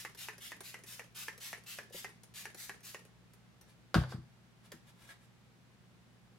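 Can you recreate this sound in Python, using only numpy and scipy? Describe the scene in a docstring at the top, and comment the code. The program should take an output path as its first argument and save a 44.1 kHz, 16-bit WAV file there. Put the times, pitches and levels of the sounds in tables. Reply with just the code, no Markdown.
"""A small furnished room, still air and mains hum, a camera's stereo microphone close to the hands.
A pump bottle of face mist is pressed twelve times. Each stroke hisses until the plunger clacks on its
stop; the spring pings as the finger lets go, and a quick next press catches the rising head with a tick.
The liquid slops briefly. The bottle is put down on a table with a knock and a thump and rocks;
then a card is picked up with a faint scrape."""
import sys
import numpy as np
from scipy import signal
from scipy.fft import rfft, irfft, next_fast_len
from scipy.io import wavfile
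from scipy.ndimage import uniform_filter1d, map_coordinates

SR = 44100
rng = np.random.default_rng(int(sys.argv[2]) if len(sys.argv) > 2 else 0)


def waveform_to_disk(signal):
    """Save audio, clipped to [-1, 1], as 16-bit WAV at the path in sys.argv[1]."""
    frames = np.transpose(np.atleast_2d(signal))
    scaled = np.clip(frames, -1, 1) * 32767
    samples = np.round(scaled).astype(np.int16)
    wavfile.write(sys.argv[1], SR, samples)


N = 281358

# room tone: (frequency [Hz], level [dB])
AIR_SPECTRUM = [(25, -30), (55, -11.5), (90, -15), (110, -8.5), (165, -5.5), (230, -7.5), (285, -17.5),
                (365, -17.5), (560, -20.5), (1400, -23), (1800, -23.5), (4000, -29), (11000, -39.5),
                (15800, -47)]
# how alike the air is at the two microphone ports: (frequency [Hz], correlation [ratio])
AIR_LIKENESS = [(60, 0.46), (200, 0.18), (600, 0.6), (2000, 0.033), (8000, 0.057)]
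# mains partials: (frequency [Hz], peak level [dB])
HUM_PARTIALS = [(59.2, -77.5), (118.4, -65.5), (177.6, -71), (355.3, -83)]
# the room's tail: (frequency [Hz], t60 [s])
ROOM_DECAY = [(100, 0.57), (500, 0.29), (2000, 0.33), (6000, 0.35), (15000, 0.2)]
# imbalance of the microphone ports: (frequency [Hz], left minus right [dB])
PORT_BALANCE = [(1500, -0.05), (8500, -0.5), (11500, 4), (13700, 11), (15800, -5)]

# pump strokes: (start [s], plunger stop [s], level [dB], extra mist body [dB], shell resonance [Hz])
STROKES = [(-.065, 0.0498, -50.5, 3, 1960), (0.17, .2855, -51, 3, 1790), (0.403, .519, -53.5, 5.5, 1820),
           (0.628, .743, -54.5, 3, 1920), (.859, .995, -53.5, 0, 1820), (1.145, 1.283, -49.5, 2, 1840),
           (1.4, 1.53, -50, 3.5, 1880), (1.659, 1.787, -52.2, 6, 1750), (1.921, 2.0454, -51.5, 2.5, 1860),
           (2.337, 2.455, -51.5, 3.5, 1800), (2.568, 2.695, -51, -4, 1780), (2.828, 2.946, -53, -1, 1870)]
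# the jet at even steps of the plunger's travel: (relative level [dB])
JET_PRESSURE = [-7.5, -1.5, -0.5, -1.3, -11, -4.5]
# spectra of the pump, close up: (frequency [Hz], level [dB])
MIST_SPECTRUM = [(200, -55), (700, -12), (1300, -6.5), (1750, -3.5), (2800, -1.5), (5500, -1.5),
                 (8300, -3.5), (10000, -5.5), (10800, -0.5), (13500, -5), (15800, -9)]
CLACK_SPECTRUM = [(100, -52), (300, -9), (550, -4), (900, -2.5), (1350, -7.5), (1780, 2.5), (2100, -5.5),
                  (2500, -1.5), (3700, -22), (6000, -13.5), (8300, -22), (10000, -17.5), (10750, -13),
                  (15800, -38)]
SHELL_SPECTRUM = [(250, -32), (440, 1.5), (600, -25.5), (1000, -8.5), (1500, -9.5), (1820, 5.5), (2150, -5),
                  (2800, -11), (3300, -21), (6000, -18.5), (15800, -47)]
TICK_SPECTRUM = [(300, -14), (1200, -31), (1800, -22), (3500, 2.5), (6000, 7.5), (8000, 0.5), (9200, 8),
                 (10800, 4), (15800, -3)]
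HOLLOW_SPECTRUM = [(120, -18.5), (400, 12.5), (800, 4), (1200, -0.5), (1800, 6), (3500, -7), (15000, -81)]
# return spring modes: (frequency [Hz], level [dB], t60 [s])
SPRING_MODES = [(9050, -39, .06), (9230, -43, .05), (10750, -42, .025)]
# air pockets in the slopping liquid: (time [s], level [dB], starting pitch [Hz])
SLOPS = [(1.845, -58, 387), (1.907, -47, 500), (1.944, -47.5, 373), (1.947, -44.5, 534),
         (1.949, -50.5, 175)]
# the head coming home and things clicking in the hand: (time [s], level [dB], relative ring [dB])
CLICKS = [(2.234, -37, 13), (3.051, -43.5, 6), (3.335, -43, -8), (3.612, -41, -10), (4.7193, -32, -23)]

# things sliding over the table: (peak time [s], width [s], level [dB], scrape resonance [Hz])
SLIDES = [(3.7, 0.025, -74, 4950), (4.01, .018, -62.5, 3040), (4.114, 0.0194, -62, 4700),
          (4.655, 0.013, -68.5, 1000), (4.885, 0.014, -67.5, 3500), (5.04, 0.046, -68.5, 3500),
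          (5.105, 0.013, -61, 1760), (5.23, 0.024, -75, 2200)]
# hard contacts on the table top: (time [s], level [dB], extra treble [dB])
KNOCKS = [(3.9435, -12.5, 0), (3.951, -22, 3.5), (4.016, -37.5, -12), (4.0365, -32.5, -12),
          (4.122, -32.5, -16), (4.7186, -48, 15.5)]
# spectra of rubbing and striking the table top: (frequency [Hz], level [dB])
RUB_SPECTRUM = [(200, -4), (1000, -1.5), (3500, -7), (4900, -8.5), (6300, -10.5), (11000, -13),
                (15800, -22)]
CRACK_SPECTRUM = [(80, -24.5), (400, 2.5), (750, 5.5), (1100, 7), (1550, 4), (2200, -13), (3800, -9.5),
                  (5200, -13.5), (6500, -22.5), (11000, -22), (15800, -35)]
RATTLE_SPECTRUM = [(200, -10.5), (500, -1.5), (720, 2), (1000, -4), (1330, -2), (1750, -4), (2200, -14),
                   (3700, -14.5), (6000, -23.5), (11000, -30), (15800, -36)]
# weight landing and rocking: (time [s], level [dB], frequency driven most [Hz])
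THUMPS = [(3.9527, -18.5, 228.4), (3.972, -17.5, 80.5), (4.136, -35.5, 140), (4.178, -43.5, 125),
          (4.734, -53, 247)]
# modes of the bottle's base and of the table: (frequency [Hz], level [dB], t60 [s])
BASE_MODES = [(1296, -20, 0.076), (1550, -8, 0.0285), (4760, -18.5, 0.013)]
TABLE_MODES = [(65.4, -2.5, 0.17), (96.6, -5, 0.2), (126.9, -4.5, 0.37), (157.2, -0.5, 0.18),
               (202, 4, 0.078), (242, -4.5, 0.16), (330, -2.5, 0.16), (426, -6, 0.12)]


def amp(db):
    """Decibels to gain."""
    return 10 ** (np.asarray(db) / 20)


def unit(x):
    """Scale to rms 1."""
    return x / np.sqrt(np.mean(x ** 2) + 1e-20)


def along(points, hz):
    """Read (frequency [Hz], value) points on a log axis."""
    freqs, values = np.transpose(points)
    return np.interp(np.log(hz + 1), np.log(freqs), values)


def filtered(x, response):
    """Shape x by a response, given as a function of frequency."""
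    size = next_fast_len(N + SR // 2)
    return irfft(rfft(x, size) * response(np.fft.rfftfreq(size, 1 / SR)), size)[..., :N]


def noise(spectrum):
    """Coloured noise of rms 1."""
    return unit(filtered(rng.standard_normal(N), lambda hz: amp(along(spectrum, hz))))


def resonance(x, centre_hz, width_hz):
    """Pass x through one causal resonance."""
    return filtered(x, lambda f: 1j * f * width_hz / (centre_hz ** 2 - f * f + 1j * f * width_hz))


def snap(spectrum, size=2048):
    """The shortest causal click with this spectrum, peak 1, padded to half a second."""
    cepstrum = irfft(np.log(amp(along(spectrum, np.fft.rfftfreq(size, 1 / SR)))))
    cepstrum[1:size // 2] *= 2
    cepstrum[size // 2 + 1:] = 0
    click = irfft(np.exp(rfft(cepstrum)))
    return np.pad(click / np.abs(click).max(), (0, SR // 2 - size))


def chatter(spectrum, t60):
    """A dying burst of dense vibration, with about the energy of one snap."""
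    t = np.arange(SR // 2) / SR
    burst = rng.standard_normal(len(t)) * amp(-60 * t / t60) * (1 - np.exp(-t / .0006))
    return signal.fftconvolve(snap(spectrum), burst / np.linalg.norm(burst))[:len(t)]


def ring(modes, scatter_db, detune=0):
    """Damped modes, struck at new strengths each time and optionally detuned."""
    out, t = np.zeros(SR // 2), np.arange(SR // 2) / SR
    for k, (hz, db, t60) in enumerate(modes):
        envelope = amp(db + scatter_db * rng.standard_normal() - 60 * t / t60)
        pitch_hz = hz * (1 + detune * rng.standard_normal())
        out += (-1) ** k * envelope * np.sin(2 * np.pi * pitch_hz * t)
    return out


def add(track, time_s, sound):
    """Mix a sound in from time_s."""
    start = round(time_s * SR)
    sound = sound[..., max(-start, 0):N - start]
    track[..., max(start, 0):max(start, 0) + sound.shape[-1]] += sound


def in_room(x, early_db, late_db, lag=0):
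    """At the microphone: direct sound (lag samples later on the right), near surfaces, the room's tail."""
    hz, frame_s, bins = signal.stft(rng.standard_normal((2, SR // 2)), SR, nperseg=256)
    decay = amp(-60 * frame_s / along(ROOM_DECAY, hz)[:, None])
    late = signal.istft(bins * decay, SR, nperseg=256)[1]
    t = np.arange(late.shape[1]) / SR
    late *= 1 - np.exp(-t / 0.01)
    early = rng.standard_normal(late.shape) * amp(-60 * t / 0.076) * (1 - np.exp(-t / 0.00043))
    early = amp(early_db) * early / np.linalg.norm(early[0])
    mid, side = early + amp(late_db) * late / np.linalg.norm(late[0])
    # long waves reach the two ports alike
    side = signal.lfilter(*signal.butter(1, 900, "high", fs=SR), side)
    direct = np.sinc(np.arange(len(t)) - 8 - np.array([[-.5], [.5]]) * lag)
    return signal.fftconvolve(x[None], direct + np.array([mid + side, mid - side]), axes=1)


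def room_tone():
    """Still air all round the microphone, widest in the treble."""
    spread = lambda hz: np.arccos(np.clip(along(AIR_LIKENESS, hz), -1, 1)) / 2
    mid = filtered(noise(AIR_SPECTRUM), lambda hz: np.cos(spread(hz)))
    side = filtered(noise(AIR_SPECTRUM), lambda hz: np.sin(spread(hz)))
    return amp(-64.5) * np.array([mid + side, mid - side])


def mains_hum():
    """A faint hum, dead centre, each partial drifting in phase."""
    t = np.arange(N) / SR
    drift = lambda: map_coordinates(rng.standard_normal(N // SR * 2 + 6), [2 * t])
    return sum(amp(db) * np.sin(2 * np.pi * hz * t + 0.22 * drift()) for hz, db in HUM_PARTIALS)


def mist():
    """Close by, the valve snaps open; the jet swells with finger pressure and eases toward the stop."""
    out, jet = np.zeros((2, N)), noise(MIST_SPECTRUM)
    body = resonance(jet, centre_hz=2800, width_hz=1230)
    for start, stop, db, body_db, _ in STROKES:
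        t = np.arange(round((stop - start) * SR)) / SR
        travel = t / t[-1]
        pressure_db = np.interp(travel, np.linspace(0, 1, len(JET_PRESSURE)), JET_PRESSURE)
        valve = (1 - np.exp(-t / .003)) * (1 - np.exp(-(t[-1] - t) / .003))
        # the liquid sheet tears into droplets unevenly
        tearing_db = 1.6 * unit(uniform_filter1d(rng.standard_normal(len(t)), size=40))
        hiss = np.roll(jet + (amp(body_db) - 1) * body, -round(start * SR))[:len(t)]
        # an echo off the moving hand gives every puff its own shifting colour
        first_s, last_s = rng.uniform(.0003, 0.000676) + rng.uniform(0, 0.00031, size=2)
        delay_s = first_s + (last_s - first_s) * travel
        echo = 0.18 * map_coordinates(hiss, [(t - delay_s) * SR])
        puff = (hiss + echo) * valve * amp(db + pressure_db + tearing_db)
        add(out, start, in_room(puff, early_db=-1.5, late_db=-4.5, lag=1))
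    return out


def plunger(over_mist_db=24, usual_shell_hz=1830):
    """The plunger hits its stop as hard as it was pressed, and the plastic shell buzzes briefly."""
    out = np.zeros((2, N))
    for _, stop, db, _, shell_hz in STROKES:
        # the grip shifts the shell's resonances from stroke to stroke
        shell = [(hz * shell_hz / usual_shell_hz, level) for hz, level in SHELL_SPECTRUM]
        clack = snap(CLACK_SPECTRUM) + amp(-2) * chatter(CLACK_SPECTRUM, t60=0.02)
        buzz = amp(-3.5) * chatter(shell, t60=0.11)
        add(out, stop, amp(db + over_mist_db) * in_room(clack + buzz, early_db=-7.5, late_db=-12, lag=1))
    return out


def ticks(release_s=.046, catch_lead_s=.022, quick_rest_s=.11, fade_db_per_s=700, hollow_db=-8.5):
    """Small parts tick, knock and ping: the spring lets go, the finger catches the head, things click."""
    out = np.zeros((2, N))
    starts, stops = np.transpose(STROKES)[:2]
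    # each event: (time [s], level [dB], relative knock [dB], relative ring [dB])
    releases = [(stop + release_s, -44.5, -1.5, 16.5) for stop in stops]
    # the shorter the rest, the faster the head is still rising when the finger meets it
    catches = [(start - catch_lead_s, -30 - fade_db_per_s * (rest - quick_rest_s), hollow_db, -12)
               for start, rest in zip(starts[1:], starts[1:] - stops[:-1])]
    clicks = [(time_s, db, hollow_db, ring_db) for time_s, db, ring_db in CLICKS]
    for time_s, db, knock_db, ring_db in releases + catches + clicks:
        tick = amp(-5) * snap(TICK_SPECTRUM) + amp(-3) * chatter(TICK_SPECTRUM, t60=0.01)
        knock = amp(knock_db) * chatter(HOLLOW_SPECTRUM, t60=0.032)
        ping = amp(ring_db) * ring(SPRING_MODES, scatter_db=2, detune=.005)
        add(out, time_s, amp(db) * in_room(tick + knock + ping, early_db=-1.5, late_db=-7, lag=1))
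    return out


def liquid(life_cycles=24):
    """Air pockets ring, rising in pitch, as the liquid slops; big ones ring longest."""
    out, t = np.zeros((2, N)), np.arange(SR // 2) / SR
    for time_s, db, hz in SLOPS:
        age = t * hz / life_cycles
        envelope = amp(db - 60 * age) * (1 - np.exp(-t / 0.00049))
        bubble = envelope * np.sin(2 * np.pi * hz * t * (1 + 0.041 * age))
        add(out, time_s, in_room(bubble, early_db=-4, late_db=-15))
    return out


def slides(scrape_equals_rub_db=-61.5, scrape_growth=2.3):
    """Bottle and card rub over the table in small grains; the harder the rub, the more the scrape rings."""
    out, t = np.zeros(N), np.arange(N) / SR
    grain = amp(3.2 * unit(uniform_filter1d(rng.standard_normal(N), size=90)))
    rub, drive = unit(grain * noise(RUB_SPECTRUM)), grain * noise(RUB_SPECTRUM)
    for peak_s, width_s, db, hz in SLIDES:
        scrape_db = scrape_growth * (db - scrape_equals_rub_db)
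        scrape = amp(scrape_db) * unit(resonance(drive, hz, width_hz=430))
        swell = np.exp(-.5 * ((t - peak_s) / width_s) ** 2)
        out += amp(db) * swell * (rub + scrape)
    return in_room(out, early_db=2, late_db=-6.5)[:, :N]


def knocks():
    """A hard edge strikes the table top: a crack, the ring of the bottle's base and a rattle."""
    out = np.zeros((2, N))
    for time_s, db, treble_db in KNOCKS:
        crack = amp(-2) * snap(CRACK_SPECTRUM) + amp(-1.5) * chatter(CRACK_SPECTRUM, t60=0.011)
        knock = crack + ring(BASE_MODES, scatter_db=1.5) + chatter(RATTLE_SPECTRUM, t60=0.16)
        treble = signal.lfilter(*signal.butter(1, 3000, "high", fs=SR), knock)
        knock += (amp(treble_db) - 1) * treble
        add(out, time_s, amp(db) * in_room(knock, early_db=-8.5, late_db=-12, lag=1))
    return out


def thumps():
    """The weight lands and rocks, and the table booms a little left of the microphone."""
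    out, t = np.zeros((2, N)), np.arange(SR // 2) / SR
    lean_left, rise_cycles = amp([[.8], [-.8]]), 0.63
    for time_s, db, driven_hz in THUMPS:
        # a contact feeds the modes whose period matches its own length
        modes = [(hz, level - 9 * abs(np.log2(hz / driven_hz)), t60) for hz, level, t60 in TABLE_MODES]
        boom = ring(modes, scatter_db=3.5) * (1 - np.exp(-t * driven_hz / rise_cycles))
        add(out, time_s, amp(db) * lean_left * in_room(boom, early_db=-19, late_db=-23, lag=16))
    return out


def scene():
    """Bottle, table and room as they reach the microphone."""
    bottle = mist() + plunger() + ticks() + liquid()
    table = knocks() + thumps() + slides()
    return bottle + table + room_tone() + mains_hum()


def record(dry, top_hz=15900):
    """The microphone's two ports differ in the high treble; the camera keeps nothing above top_hz."""
    ports = lambda hz: amp(np.outer([.5, -.5], along(PORT_BALANCE, hz)))
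    return filtered(dry, lambda hz: ports(hz) / ports(hz).mean(axis=0) * (hz < top_hz))


dry = scene()
out = record(dry)
waveform_to_disk(out)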